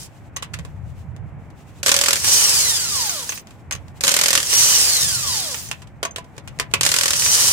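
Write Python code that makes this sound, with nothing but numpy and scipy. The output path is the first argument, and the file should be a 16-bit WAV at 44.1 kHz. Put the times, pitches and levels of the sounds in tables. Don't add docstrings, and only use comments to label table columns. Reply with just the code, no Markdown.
import sys
import numpy as np
from scipy import signal
from scipy.fft import rfft, irfft, next_fast_len
from scipy.io import wavfile
from scipy.ndimage import uniform_filter1d, map_coordinates

SR = 44100
rng = np.random.default_rng(int(sys.argv[2]) if len(sys.argv) > 2 else 0)


def invert_db(level):
    return 10 ** (np.asarray(level, dtype=float) / 20)


def persist_wave(psi):
    counts = np.round(np.clip(psi, -1, 1) * 32767).astype(np.int16)
    wavfile.write(sys.argv[1], SR, np.atleast_2d(counts).T)


N = 331936

# time in seconds, level in dB.
RUMBLE_LEVEL = [(0, -36), (0.15, -45), (0.6, -33.5), (0.9, -35.5), (1.2, -34), (1.7, -40.5), (2.2, -39),
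                (3.4, -46), (3.75, -35), (3.95, -41.5), (4.4, -42), (5.0, -38), (5.08, -29), (5.16, -39),
                (6.0, -43), (6.4, -45), (6.75, -35), (7.526, -37)]
# frequency in Hz, level in dB.
RUMBLE_COLOUR = [(12, -56), (20, -30), (56, -7.5), (81, 1), (138, -2.5), (167, -6), (260, -38.5),
                 (340, -64.5), (570, -120)]
# frequency in Hz, level in dB.
HUSH_COLOUR = [(120, -19.5), (200, -0.5), (419, -11.5), (774, -10), (867, -11.5), (1230, -17), (1410, -18),
               (2300, -21), (4000, -47.5), (5200, -58), (8800, -120)]
# frequency in Hz, level in dB.
CLOTH_COLOUR = [(1470, -47), (2500, -1), (4620, -9), (7830, -6), (9150, -12.5), (16000, -17)]
# middle in seconds, level in dB, length in seconds.
BRUSHES = [(0.12, -63, .17), (0.68, -66, .1), (0.89, -61, .03), (1.0, -61, .05), (1.6, -57, .025),
           (1.69, -56, .03), (1.79, -55, .03), (3.52, -60, .08), (3.6, -63, .02), (3.85, -68, .1),
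           (3.98, -58, .03), (5.76, -55, .05), (6.34, -64, .06), (6.55, -67, .1), (6.78, -54, .05)]
RUSTLE_DB = -70
# frequency in Hz, likeness from 0 to 1.
FAR_ALIKE = [(40, .2), (100, .3), (180, .7), (350, .8), (1000, .6), (4000, .2)]
# frequency in Hz, likeness from 0 to 1.
NEAR_ALIKE = [(200, 1), (1000, 0.76), (2500, 0.26), (5000, 0.02), (12000, 0.1)]

# trigger pulled in seconds,
# nut comes free in seconds, swell to full whirr in seconds, trigger let go in seconds, full whirr in dB.
PULLS = [(-2, -1.6, .05, -0.92, -15), (1.835, 2.2, .06, 2.42, -14.5), (4.02, 4.46, .05, 4.732, -14.5),
         (6.815, 7.1, .14, 7.6, -15)]
# gear mesh rate in Hz, level in dB.
WHIRR_BY_SPEED = [(110, -30), (200, -25), (420, -16.5), (700, -12.5), (950, -8), (1250, -11.5), (1800, -6),
                  (2300, -2.5), (3030, 0)]
LOADED_HZ, FREE_HZ, SPIN_UP_S = 2700, 3030, .09
DRAG_PER_S, FRICTION_HZ = 1.01, 1550
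LOADED_DB, STOP_HZ = -10.5, 110
WHINE_ENDS_HZ = 430
# frequency in Hz, level in dB.
WHIRR_COLOUR = [(1470, -50), (2500, -18), (2970, -4), (3360, -6.5), (4880, 1.5), (5440, 3), (8870, 1.5),
                (15200, -14), (16000, -39.5)]
# frequency in Hz, level in dB.
GRIND_COLOUR = [(200, -20.5), (300, -9), (900, -5), (2500, -1.5), (4000, -4.5), (15000, -7)]
# multiple of the mesh rate, level in dB.
WHINE_ORDERS = [(1, 5), (1.5, -10), (2, 2), (3, -1), (4, -2), (5, -1), (6, -4), (7, -6), (8, -9)]
# frequency in Hz, gain in dB.
CASING_GAIN = [(400, -27), (600, -19), (1100, -18), (1700, -24), (2400, -25), (3000, -17), (4000, -6),
               (6000, -4), (9000, -10), (11000, -22), (15000, -35)]

# time in #
# seconds, level in dB, wheel ring in dB against that level,
CLICKS = [(0.3624, -32.5, -12, 6), (0.3666, -27, -9.5, -16), (0.4234, -30.5, -19.5, -22),
          (0.4274, -28.5, -10, -40), (0.5354, -38, -24, -33), (0.5387, -28.5, -15, -17),
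          (0.5881, -38.5, 4, -21), (0.6494, -43, 12, -21), (1.1638, -53.5, 14, -24), (1.502, -55, 1, -22),
          (2.2434, -22, -20, -6.5), (2.2784, -21, -29, -31), (3.056, -29, -30, 8), (3.0939, -28, -29, 11),
          (3.2919, -26, -21, 4), (3.3214, -27, -14, -6), (3.3762, -36.5, -16, 5), (3.4705, -47, 2, -19),
          (3.5074, -45, -18, -26), (3.71, -25.5, -8.5, -13), (3.7234, -22, -35, 0.5),
          (3.7304, -32, -30, -12), (3.7504, -30.5, -8.5, -5), (3.8811, -50, 7, -16), (4.5286, -23, -7, 0.5),
          (5.5433, -27.5, -24, 4), (5.6875, -40, -12, 6), (5.7129, -22, -16, -28), (5.8192, -41.5, 4, -44),
          (5.8721, -49.5, -6, -31), (6.0292, -22.5, 0.7, -8), (6.0506, -27, 2.5, 0.5),
          (6.109, -50.5, 9, 14), (6.1604, -25.5, -12, -30), (6.182, -33, 0.5, -20), (6.243, -49, 10, -20),
          (6.365, -49, 10, -20), (6.3794, -37, 3, -13.5), (6.4752, -34, -18, -21), (6.5884, -32, -9.5, -8),
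          (6.5979, -17.5, -7, -12), (6.7121, -43, 3, -17), (6.7371, -13, -5, -25), (7.221, -21, -20, -13),
          (7.2604, -20, -35, -19)]
# frequency in Hz, level in dB.
CLICK_COLOUR = [(180, -34), (300, -9), (565, -13.5), (1300, -4), (2650, -1.5), (4590, -8), (8090, -7.5),
                (16000, -26)]
# frequency in Hz, level in dB when twisted at a stud,
# level in dB when knocked, time to fall 60 dB in seconds.
WHEEL_MODES = [(405, -3, -5, 0.032), (473, -9.5, -7, 0.042), (561.3, 1.5, -14, 0.19), (676, -6, -3.5, 0.1),
               (996, -7, -3, .09), (1109, -10, -3, .07), (1440, -14.5, -7.5, 0.043), (1536, -7, -13, .07)]
# frequency in Hz, level in dB, time to fall 60 dB in seconds.
SOCKET_MODES = [(6260, -4, .05), (6360, 0, .07), (6480, -5, .05), (7600, -9, .035), (14930, -24, .12)]
# start in seconds, starting level in dB, length in
# seconds.
SONGS = [(3.06, -32, .13), (3.29, -36, .14), (5.545, -33, .13)]
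SING_RISE_S, SING_SAG_DB = .012, 14

# first blow in seconds, last blow in seconds, level in dB.
BEATS = [(1.9415, 2.1301, -10), (4.1654, 4.376, -9.5), (6.9162, 7.0803, -11)]
BEAT_S, BEAT_SCATTER_S, BEAT_SCATTER_DB = .0235, .0004, 1
# time in seconds, level in dB.
UNEVEN_BLOWS = [(1.8302, -17), (1.8612, -10.5), (1.8674, -12), (1.8804, -10.5), (1.8914, -9), (1.9155, -7),
                (2.1564, -17), (2.165, -18), (4.0078, -20), (4.0367, -10.5), (4.047, -13), (4.0684, -14.5),
                (4.0786, -7), (4.0906, -13), (4.1075, -17), (4.1155, -10), (4.14, -9.5), (4.4014, -17),
                (4.4288, -20), (6.8094, -11.5), (6.8314, -10.5), (6.8508, -12), (6.8634, -8.5),
                (6.8897, -13.5), (7.1057, -12), (7.1327, -13), (7.1564, -21)]
# frequency in Hz, level in dB.
BLOW_COLOUR = [(88, -53.5), (150, -14.5), (361, -11.5), (555, -10), (759, -11), (1480, -3.5), (7770, -1),
               (15100, -16), (16000, -62.5)]
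# time in seconds, level in dB against the blow.
STUD_RING = [(2, -21.5), (4.2, -23.5), (7, -27.5)]

# frequency in Hz, time to fall 60 dB in seconds.
ECHO_DECAY = [(300, 0.18), (2000, 0.18), (10000, 0.04)]
LAG_S = 0.00015
TOP_HZ = 16000


def unit(x):
    return x / np.sqrt(np.mean(x ** 2) + 1e-20)


def along(points, hz):
    point_hz, value = np.transpose(points)
    return np.interp(np.log(hz + 1), np.log(point_hz + 1), value)


def played(curve):
    return invert_db(np.interp(np.arange(N) / SR, *np.transpose(curve)))


def wobble(rate):
    knots = rng.standard_normal(int(N * rate / SR) + 4)
    return map_coordinates(knots, [np.arange(N) * rate / SR])


def filtered(x, response):
    size = next_fast_len(x.shape[-1] + 8192)
    spectrum = rfft(x, size) * response(np.fft.rfftfreq(size, 1 / SR))
    return irfft(spectrum, size)[..., :x.shape[-1]]


def spread(pair, spectrum, alike):
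    def response(hz):
        turn = np.arccos(np.clip(along(alike, hz), 0, 1)) / 2
        return invert_db(along(spectrum, hz)) * [np.cos(turn), np.sin(turn)]
    mid, side = filtered(pair, response)
    return unit(np.array([mid + side, mid - side]))


def noise(spectrum, alike):
    return spread(rng.standard_normal((2, N)), spectrum, alike)


def strikes(events, attack, t60, snap_db, rattle_db):
    power, t = np.zeros(N + SR), np.arange(SR // 4) / SR
    snap_s = .009
    fall = invert_db(-60 * t / t60) + invert_db(snap_db - 60 * t / snap_s)
    shape = fall * (1 - np.exp(-t / attack))
    for s, db in events:
        power[round(s * SR):][:len(t)] += (invert_db(db) * shape) ** 2
    return np.sqrt(power[:N]) * invert_db(rattle_db * wobble(900))


def ringing(events, modes, scatter_db, attack):
    out, t = np.zeros((2, N + SR)), np.arange(SR // 3) / SR
    hz, level, t60 = np.transpose(modes)[..., None]
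    envelope = invert_db(level - 60 * t / t60) * (1 - np.exp(-t / attack))
    decay = envelope * np.exp(2j * np.pi * hz * t)
    luck = rng.standard_normal((len(events), 3, len(modes)))
    for (s, db, soft), (size, phase, apart) in zip(events, luck):
        port_turn = np.outer([1, -1], apart * np.minimum(hz[:, 0] / 3000, 1))
        turn = 3 * phase + port_turn
        gain = invert_db(db + scatter_db * size - soft * hz[:, 0] / 1000)
        out[:, round(s * SR):][:, :len(t)] += (gain * np.exp(1j * turn) @ decay).real
    return out[:, :N]


def street():
    lumps = invert_db(3.2 * np.array([wobble(7.3), wobble(7.1)]))
    rumble = played(RUMBLE_LEVEL) * unit(lumps * noise(RUMBLE_COLOUR, FAR_ALIKE))
    hush = invert_db(-48 + wobble(3.1)) * noise(HUSH_COLOUR, FAR_ALIKE)
    t = np.arange(N) / SR
    hands = invert_db(RUSTLE_DB + 1.5 * wobble(5))
    for s, db, length in BRUSHES:
        hands = hands + invert_db(db) * np.exp(-((t - s) / length) ** 2)
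    rustle = hands * invert_db(2.6 * wobble(35)) * noise(CLOTH_COLOUR, FAR_ALIKE)
    return rumble + hush + rustle


def motor():
    t, mesh_hz, drive = np.arange(N) / SR, np.zeros(N), np.zeros(N)
    for on, free, swell, off, top_db in PULLS:
        since_free = np.clip(t - free, 0, None)
        running = FREE_HZ - (FREE_HZ - LOADED_HZ) * np.exp(-since_free / SPIN_UP_S)
        slowing = np.exp(-DRAG_PER_S * np.clip(t - off, 0, None))
        speed = (running + FRICTION_HZ) * slowing - FRICTION_HZ
        load_db = LOADED_DB * np.exp(-(since_free / swell) ** 2)
        turning = np.clip((t - on) / .04, 0, 1) * np.clip((speed - STOP_HZ) / 60, 0, 1)
        drive += turning * invert_db(top_db + load_db + along(WHIRR_BY_SPEED, np.maximum(speed, 1)))
        mesh_hz += np.where((t > free) & (speed > WHINE_ENDS_HZ), speed, 0)
    return mesh_hz, drive


def gears():
    mesh_hz, drive = motor()
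    teeth = 2 * np.pi * np.cumsum(mesh_hz) / SR
    grit = invert_db(1.64 * wobble(700) + 1.7 * wobble(60))
    whirr = spread(grit * rng.standard_normal((2, N)), WHIRR_COLOUR, NEAR_ALIKE)
    lingering = np.clip(.15 / (drive + 1e-9), 1, 3) ** 0.13
    grind = invert_db(-7) * noise(GRIND_COLOUR, NEAR_ALIKE) * lingering
    slack = uniform_filter1d(1. * (mesh_hz > 0), size=1300)
    slack = slack * np.clip(2000 / (mesh_hz + 300), 1, 6) ** .3
    slack = slack * (1.15 - .55 * (mesh_hz / FREE_HZ) ** 12)
    play = (mesh_hz / 3000) ** 8 * .75 * wobble(260) + .13 * wobble(50)
    facing = .4 * np.pi * LAG_S
    whine = np.zeros((2, N))
    for k, db in WHINE_ORDERS:
        tone_hz = k * mesh_hz
        phase = k * (teeth + play) + np.outer([1, -1], facing * tone_hz + 0.22 * wobble(15))
        flutter_db = 1.8 * wobble(70) + 1.5 * wobble(14)
        gain = invert_db(db + along(CASING_GAIN, tone_hz) + flutter_db)
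        whine += gain * (tone_hz < SR / 3) * np.sin(phase)
    return drive * (whirr + grind + slack * whine)


def socket_and_brake():
    taps = [(s, db) for s, db, _, _ in CLICKS]
    tap = strikes(taps, attack=0.00088, t60=0.068, snap_db=10, rattle_db=3.5) * noise(CLICK_COLOUR, NEAR_ALIKE)
    modes = [(hz, db, t60) for hz, _, db, t60 in WHEEL_MODES]
    knocks = [(s, db + rel, .7 * max(-29 - db, 0)) for s, db, rel, _ in CLICKS]
    wheel = ringing(knocks, modes, scatter_db=3.5, attack=0.0002)
    pings = [(s, db + rel, 0) for s, db, _, rel in CLICKS]
    tube = ringing(pings, SOCKET_MODES, scatter_db=4, attack=.0005)
    top_hz = SOCKET_MODES[-1][0]
    song = unit(filtered(rng.standard_normal((2, N)), lambda hz: 1 / (1 + ((hz - top_hz) / 30) ** 2)))
    t, held = np.arange(N) / SR, np.zeros(N)
    for s, db, length in SONGS:
        fade = np.clip(np.minimum(t - s, s + length - t) / SING_RISE_S, 0, 1)
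        held += fade * invert_db(db - SING_SAG_DB * np.clip((t - s) / length, 0, 1))
    return tap + wheel + tube + held * song


def hammer():
    steady = []
    for first, last, db in BEATS:
        count = round((last - first) / BEAT_S) + 1
        steady += [(s, db) for s in np.linspace(first, last, count)]
    steady = steady + rng.standard_normal((len(steady), 2)) * [BEAT_SCATTER_S, BEAT_SCATTER_DB]
    blows = [*steady, *UNEVEN_BLOWS]
    envelope = strikes(blows, attack=.001, t60=.055, snap_db=4, rattle_db=1.5)
    crack = envelope * noise(BLOW_COLOUR, NEAR_ALIKE)
    modes = [(hz, db, t60) for hz, db, _, t60 in WHEEL_MODES]
    twists = [(s, db + np.interp(s, *np.transpose(STUD_RING)), 0) for s, db in blows]
    return crack + ringing(twists, modes, scatter_db=2.5, attack=.0012)


def arch(x):
    hz, t, z = signal.stft(rng.standard_normal((2, SR // 3)), SR, nperseg=256)
    fading = z * invert_db(-60 * t / along(ECHO_DECAY, hz)[:, None])
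    tail = signal.istft(fading, SR, nperseg=256)[1]
    return signal.fftconvolve(x, tail / np.linalg.norm(tail[0]), axes=1)[:, :N]


def placed(tool):
    def response(hz):
        delay = np.exp(-1j * np.pi * hz * LAG_S * np.array([[1], [-1]]))
        return delay / (1 + (110 / (hz + 1)) ** 4)
    return filtered(tool, response) * invert_db([[-.5], [.5]])


def scene():
    background = street()
    tool = placed(gears() + socket_and_brake() + hammer())
    return tool + invert_db(-10) * arch(tool) + background


def band_limit(x):
    return signal.sosfilt(signal.butter(12, 16670, fs=SR, output="sos"), x)


def record(dry):
    clipped = dry / (1 + np.abs(dry) ** 8) ** (1 / 8)
    mix = filtered(clipped, lambda hz: 1 / (1 + (hz / TOP_HZ) ** 90))
    return band_limit(mix)


dry = scene()
out = record(dry)
persist_wave(out)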